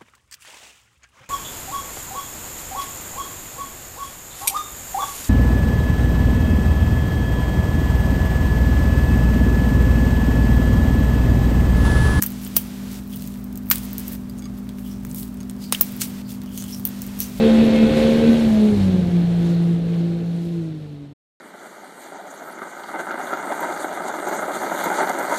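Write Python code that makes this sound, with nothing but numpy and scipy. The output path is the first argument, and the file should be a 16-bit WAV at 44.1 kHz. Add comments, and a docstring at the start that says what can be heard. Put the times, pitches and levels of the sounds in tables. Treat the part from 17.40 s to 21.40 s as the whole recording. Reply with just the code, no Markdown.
"""Small motorboat on a fast river

Heard from on board, a three-cylinder two-stroke motor drones at full throttle, eases off and
fires unevenly while it slows, cruises, then slows again. Water rushes and spatters at the hull,
wind buffets the microphone and waves slap the bow. The whole sound fades and then stops."""
import sys
import numpy as np
from scipy import signal
from scipy.io import wavfile
from scipy.ndimage import uniform_filter1d

SR = 44100
rng = np.random.default_rng(int(sys.argv[2]) if len(sys.argv) > 2 else 0)


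def master_out(mix):
    """Clip the mix to full scale and print it as 16-bit PCM to the path in sys.argv[1]."""
    frames = np.transpose(np.atleast_2d(mix))
    ceiling = np.clip(frames, -1, 1)
    pcm = np.round(ceiling * 32767).astype(np.int16)
    wavfile.write(sys.argv[1], SR, pcm)


N = 176400
TIME = np.arange(N) / SR


def from_db(db):
    """Turn decibels into a number to multiply by."""
    return 10 ** (np.asarray(db) / 20)


def rms_one(x):
    """Scale a signal so its average strength (rms) is 1."""
    return x / np.sqrt(np.mean(x ** 2) + 1e-20)


def in_time(rows):
    """Join (time_s, value) points with straight lines, one value per sample."""
    return np.interp(TIME, *np.transpose(rows))


def drift(rate_hz):
    """A smooth random wander of strength 1; a higher rate wanders faster."""
    step, warm_up = 40, 2000
    r = np.exp(-2 * np.pi * step * rate_hz / SR)
    noise = rng.standard_normal(N // step + warm_up + 2)
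    slow = signal.lfilter([1], [1, -2 * r, r * r], noise)[warm_up:]
    return np.interp(np.arange(N) / step, np.arange(len(slow)), rms_one(slow))


def wavering(phase, depth, rate_hz=8.2):
    """A tone of strength 1 whose loudness and phase wander."""
    tone = (1 + depth * drift(rate_hz)) * np.sin(phase) + depth * drift(rate_hz) * np.cos(phase)
    return np.sqrt(2 / (1 + 2 * depth ** 2)) * tone


def banded_noise(colour, flicker_db, flicker_hz):
    """Noise of strength 1 in flickering bands; the colour table says which pitches are strong."""
    pitches, levels = np.transpose(colour)
    edges = 17.3 * 2 ** (np.arange(31) / 3)  # three bands per octave
    out, together, white = 0, drift(flicker_hz), rng.standard_normal((2, N))
    for k, (low, high) in enumerate(zip(edges, edges[1:])):
        flicker = .5 * together + drift(flicker_hz)
        if high > pitches[0] and low < pitches[-1]:
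            band_filter = signal.butter(3, [low, high], "band", fs=SR, output="sos")
            level_db = np.interp(np.log(np.sqrt(low * high)), np.log(pitches), levels)
            out += signal.sosfilt(band_filter, white[k % 2]) * from_db(level_db + flicker_db * flicker)
    return rms_one(out)


# The exhaust drone, swelling as the boat rides the waves: time_s, level_db
DRONE_LEVEL = [(0.0, -14.3), (0.2, -10.5), (0.24, -13.5), (0.38, -15), (0.44, -10.5), (0.5, -21),
               (0.7, -14.5), (0.82, -17.5), (0.9, -9.9), (0.98, -16.5), (1.26, -11.3), (1.34, -16.5),
               (1.44, -14.5), (1.7, -18), (1.76, -11), (1.86, -14.5), (2.34, -11), (2.4, -16),
               (2.62, -11.5), (2.82, -16), (2.9, -12.5), (3.06, -15), (3.16, -11.5), (3.4, -18.5),
               (3.52, -18), (3.7, -20)]
# How much misfires shake that level: time_s, depth_db
SPUTTER_DEPTH = [(0, .8), (1.3, .6), (1.42, 2.0), (1.68, 3.0), (1.76, .5), (3.2, .8), (3.35, 2.2),
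                 (3.7, 2.0)]
# A tone one octave above the drone that comes and goes: time_s, level_db
OCTAVE_LEVEL = [(0, -23), (.07, -17), (.14, -36), (.24, -17), (.31, -35), (.46, -26), (.57, -27),
                (.66, -19), (.74, -25.5), (.84, -19), (.95, -36), (1.14, -41.5), (1.24, -26), (1.34, -22),
                (1.43, -41), (1.52, -30), (1.68, -35.5), (1.81, -26), (1.88, -32), (1.98, -30.5),
                (2.33, -24), (2.48, -33), (2.6, -26.5), (2.79, -26), (2.87, -40), (2.99, -24.5),
                (3.2, -21.5), (3.38, -26), (3.7, -23)]

def exhaust(firing, sputter_hz=35):
    """The firings blend into a drone and its octave; misfires make the drone sputter."""
    shake = drift(sputter_hz)
    slow_part = uniform_filter1d(shake, size=int(2 * SR / sputter_hz))
    sputter_db = in_time(SPUTTER_DEPTH) * rms_one(shake - slow_part)
    drone = np.sqrt(2) * from_db(in_time(DRONE_LEVEL) + sputter_db) * np.sin(firing)
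    return drone + from_db(in_time(OCTAVE_LEVEL)) * wavering(2 * firing, depth=.47)


# The motor's howl: time_s, level_db
HOWL_LEVEL = [(0, -24), (.25, -27), (.36, -24), (.5, -26), (.63, -20), (.76, -26), (.83, -24.5),
              (1.0, -31.5), (1.25, -49), (2.0, -47.5), (3.7, -43)]
# The thin ring above it: time_s, level_db
RING_LEVEL = [(0, -50), (.28, -48), (.37, -36), (.45, -48), (.53, -43.5), (.68, -45.5), (.85, -48.5),
              (1.15, -70.5)]

def howl_and_ring(shaft):
    """Two tones, at 7 and 29 times the crankshaft's speed, swell and sink at full throttle."""
    howl = from_db(in_time(HOWL_LEVEL)) * wavering(7 * shaft, depth=.2)
    ring = from_db(in_time(RING_LEVEL)) * wavering(29 * shaft, depth=.2)
    return howl + ring


# Pitches where the boat's hull resonates: pitch_hz, half_width_hz, lift_db
HULL_RESONANCES = [(446.7, 11, 10.5), (650, 40, 7.5), (806, 14, 7)]
# Tones of the turning crankshaft: cycles_per_turn, full_throttle_db, cruising_db
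SHAFT_TONES = [(1, -42, -53), (2, -34, -34), (4, -30.5, -42.5), (5, -31, -39), (8, -44.5, -43.5),
               (9, -43, -40.5), (10, -59.5, -51.5), (11, -49, -55.5), (12.05, -50.5, -48.5),
               (14.08, -50.5, -54), (26, -51, -59.5)]

def shaft_hum(shaft, shaft_hz, throttle):
    """The crankshaft hums with many tones; the hull lifts those near its resonances."""
    depth = np.interp(throttle, [0, 1], [.59, .22])  # steadier at full throttle
    hum = 0
    for multiple, full_db, cruising_db in SHAFT_TONES:
        level_db = cruising_db + (full_db - cruising_db) * throttle
        for pitch_hz, width_hz, lift_db in HULL_RESONANCES:
            level_db += lift_db * np.exp(-((multiple * shaft_hz - pitch_hz) / width_hz) ** 2)
        phase = round(multiple) * shaft + rng.uniform(0, 2 * np.pi)
        hum += from_db(level_db) * wavering(phase, depth)
    return hum


# High tones of the moving parts: cycles_per_turn, full_throttle_db
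WHINE_TONES = [(20, -46), (21, -49.5), (24, -50), (26, -54), (32, -46.5), (33, -52), (35, -45.5),
               (38, -49.5), (42, -55.5), (44, -49), (45, -54), (47, -53), (48, -52), (50, -47)]

def whine(shaft, throttle):
    """A mechanical whine that falls away as the throttle closes."""
    tones = 0
    for multiple, level_db in WHINE_TONES:
        phase = multiple * shaft + rng.uniform(0, 2 * np.pi)
        tones += from_db(level_db) * wavering(phase, depth=.8)
    return throttle ** 2 * tones


# The colour of the motor's clatter: pitch_hz, relative_db
CLATTER_COLOUR = [(60, -29.5), (130, -5), (220, 7.5), (300, -1.5), (450, 3.5), (620, -8.5), (1000, -19),
                  (2000, -18), (3000, -18), (4000, -19.5), (5000, -35), (10000, -48)]

def clatter(shaft, firing, throttle):
    """Rough noise that pulses with each turn and each firing, louder with more throttle."""
    pulses = rms_one(np.exp(.245 * (np.cos(shaft) + np.cos(firing))))
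    level_db = -24.5 - 10.5 * (1 - throttle)
    return from_db(level_db) * pulses * banded_noise(CLATTER_COLOUR, flicker_db=1.0, flicker_hz=11)


# How often the motor fires: time_s, rate_hz
FIRING_RATE = [(0, 224), (.44, 223), (.52, 225.3), (.98, 230), (1.14, 215.2), (1.3, 211.2), (1.44, 190.6),
               (1.64, 177.2), (1.84, 171.8), (2.4, 169.1), (3.14, 170.2), (3.34, 155.7), (3.54, 145.5),
               (3.7, 142.1)]
# The throttle, from cruising (0) to wide open (1): time_s, opening
THROTTLE_OPENING = [(0, 1), (.45, 0.99), (.65, 1), (.9, 0.96), (1.05, 0.59), (1.3, 0.27), (1.55, 0.21)]

def motor(cylinders=3, jitter_rad=.013):
    """Each cylinder fires once per turn of the crankshaft, which drives all the motor's sounds."""
    throttle = in_time(THROTTLE_OPENING)
    shaft_hz = in_time(FIRING_RATE) / cylinders
    shaft = 2 * np.pi * np.cumsum(shaft_hz) / SR + jitter_rad * drift(18)  # angle turned so far
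    firing = cylinders * shaft
    return (exhaust(firing) + howl_and_ring(shaft) + shaft_hum(shaft, shaft_hz, throttle)
            + whine(shaft, throttle) + clatter(shaft, firing, throttle) + burble(firing))


# How loud the rushing water is: time_s, level_db
WATER_LEVEL = [(0, -28.5), (1, -33), (1.4, -32), (1.7, -36), (2.1, -32.5), (2.45, -36.5), (2.6, -33),
               (2.8, -36), (3.3, -34), (3.7, -31.5)]
# Its colour: pitch_hz, relative_db
WATER_COLOUR = [(130, -0.5), (300, 3.5), (550, -3), (800, -6), (1100, -13.5), (1700, -13.5), (2600, -18),
                (4000, -16.5), (5000, -26.5), (8000, -36.5), (14000, -51.5)]

def rushing_water():
    """Water streams past the hull with a broad rush."""
    return from_db(in_time(WATER_LEVEL)) * banded_noise(WATER_COLOUR, flicker_db=.84, flicker_hz=10)


def drops(per_second=1500, ring_cycles=12):
    """Droplets and small bubbles burst at random, each ringing for a few cycles."""
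    sizes = from_db(-.5 * np.minimum(rng.exponential(1, N), 5)) * rng.choice([-1, 1], N)
    clicks = sizes * (rng.random(N) < per_second / SR)
    pitches_hz = np.geomspace(1500, 13000, 20)
    chosen_pitch = rng.integers(0, len(pitches_hz), N)
    out = 0
    for k, hz in enumerate(pitches_hz):
        decay = from_db(-60 * hz / (ring_cycles * SR))
        angle = 2 * np.pi * hz / SR
        feedback = [1, -2 * decay * np.cos(angle), decay ** 2]
        ringing = signal.lfilter([1, 0, -1], feedback, clicks * (chosen_pitch == k) + 1e-18)
        out += np.sqrt(np.sin(angle)) * ringing
    return rms_one(out)


# How loud the spray is: time_s, level_db
BOW_SPRAY_LEVEL = [(0.0, -45), (0.52, -46), (0.56, -43.5), (1.34, -46.5), (1.4, -46.3), (1.58, -50),
                   (1.9, -51), (2.1, -45), (2.16, -50.5), (2.32, -48.5), (2.42, -53.2), (2.6, -49),
                   (2.76, -51.9), (3.06, -44.5), (3.26, -49), (3.7, -49)]
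# The colour of its hiss: pitch_hz, relative_db
HISS_COLOUR = [(1500, -13.5), (4000, 8.5), (5500, 1), (7000, 4), (10000, -3.5), (13500, -4.5),
               (15000, -14.5)]

def spray(hiss_db=-.5, drops_db=-5):
    """Spray from the bow hisses and spatters."""
    hiss = from_db(hiss_db) * banded_noise(HISS_COLOUR, flicker_db=1.46, flicker_hz=13)
    return from_db(in_time(BOW_SPRAY_LEVEL)) * (hiss + from_db(drops_db) * drops())


# How loud the wind is: time_s, level_db
HEADWIND_LEVEL = [(0, -32), (.7, -28.5), (1.2, -32), (1.8, -32.5), (2.5, -37.5), (3.2, -37), (3.7, -33)]
# Its colour: pitch_hz, relative_db
WIND_COLOUR = [(25, -28.5), (35, -14.5), (50, -2.5), (80, -3.5), (130, -2.5), (250, -9.5), (600, -44.5)]

def wind(gust_db=1.8):
    """The headwind hits the microphone in gusts, making a lumpy low rumble."""
    level_db = in_time(HEADWIND_LEVEL) + gust_db * drift(8)
    return from_db(level_db) * banded_noise(WIND_COLOUR, flicker_db=1.0, flicker_hz=13)


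# Waves hitting the bow: start_s, peak_db, decay_s
WAVE_SLAPS = [(.345, -33, 0.033), (0.559, -31.5, .13), (1.385, -37.5, 0.046), (2.522, -38, 0.022)]
# The colour of their splashes: pitch_hz, relative_db
SPLASH_COLOUR = [(700, 2), (1200, -2), (2200, -1), (3000, 0), (4000, -2), (4900, -12.5), (9000, -22.5)]

def splashes(rise_s=.017):
    """Each wave slaps the bow with a splash that rises quickly and dies away as a hiss."""
    swell = 0
    for start_s, peak_db, decay_s in WAVE_SLAPS:
        rise = np.clip((TIME - start_s) / rise_s, 0, 1)
        fall = np.exp(-np.maximum(TIME - start_s - rise_s, 0) / decay_s)
        swell += from_db(peak_db) * rise * fall
    return swell * banded_noise(SPLASH_COLOUR, flicker_db=-1.5, flicker_hz=25)


# The burble as the motor first slows: time_s, level_db
BURBLE_LEVEL = [(1.28, -55), (1.37, -21), (1.47, -21.5), (1.58, -28.5), (1.7, -27), (1.78, -50)]

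def burble(firing):
    """As the motor eases off, every second firing is weak, adding a tone an octave below the drone."""
    return np.sqrt(2) * from_db(in_time(BURBLE_LEVEL)) * np.sin(firing / 2)


def scene():
    """Motor, water and wind together in one channel."""
    return (motor() + rushing_water() + spray() + splashes() + wind())[None, :]


def record(dry):
    """Fade the sound steadily, stop it suddenly and cut off the highest treble."""
    fade_start_s, fade_end_s, stop_s, cutoff_hz = .93, 3.945, 3.735, 15000
    fade = np.clip((fade_end_s - TIME) / (fade_end_s - fade_start_s), 0, 1)
    stop = np.clip((stop_s - TIME) / .01, 0, 1)
    treble_cut = signal.ellip(10, .1, 90, cutoff_hz, fs=SR, output="sos")
    return signal.sosfilt(treble_cut, dry * fade * stop + 1e-18)


dry = scene()
out = record(dry)
master_out(out)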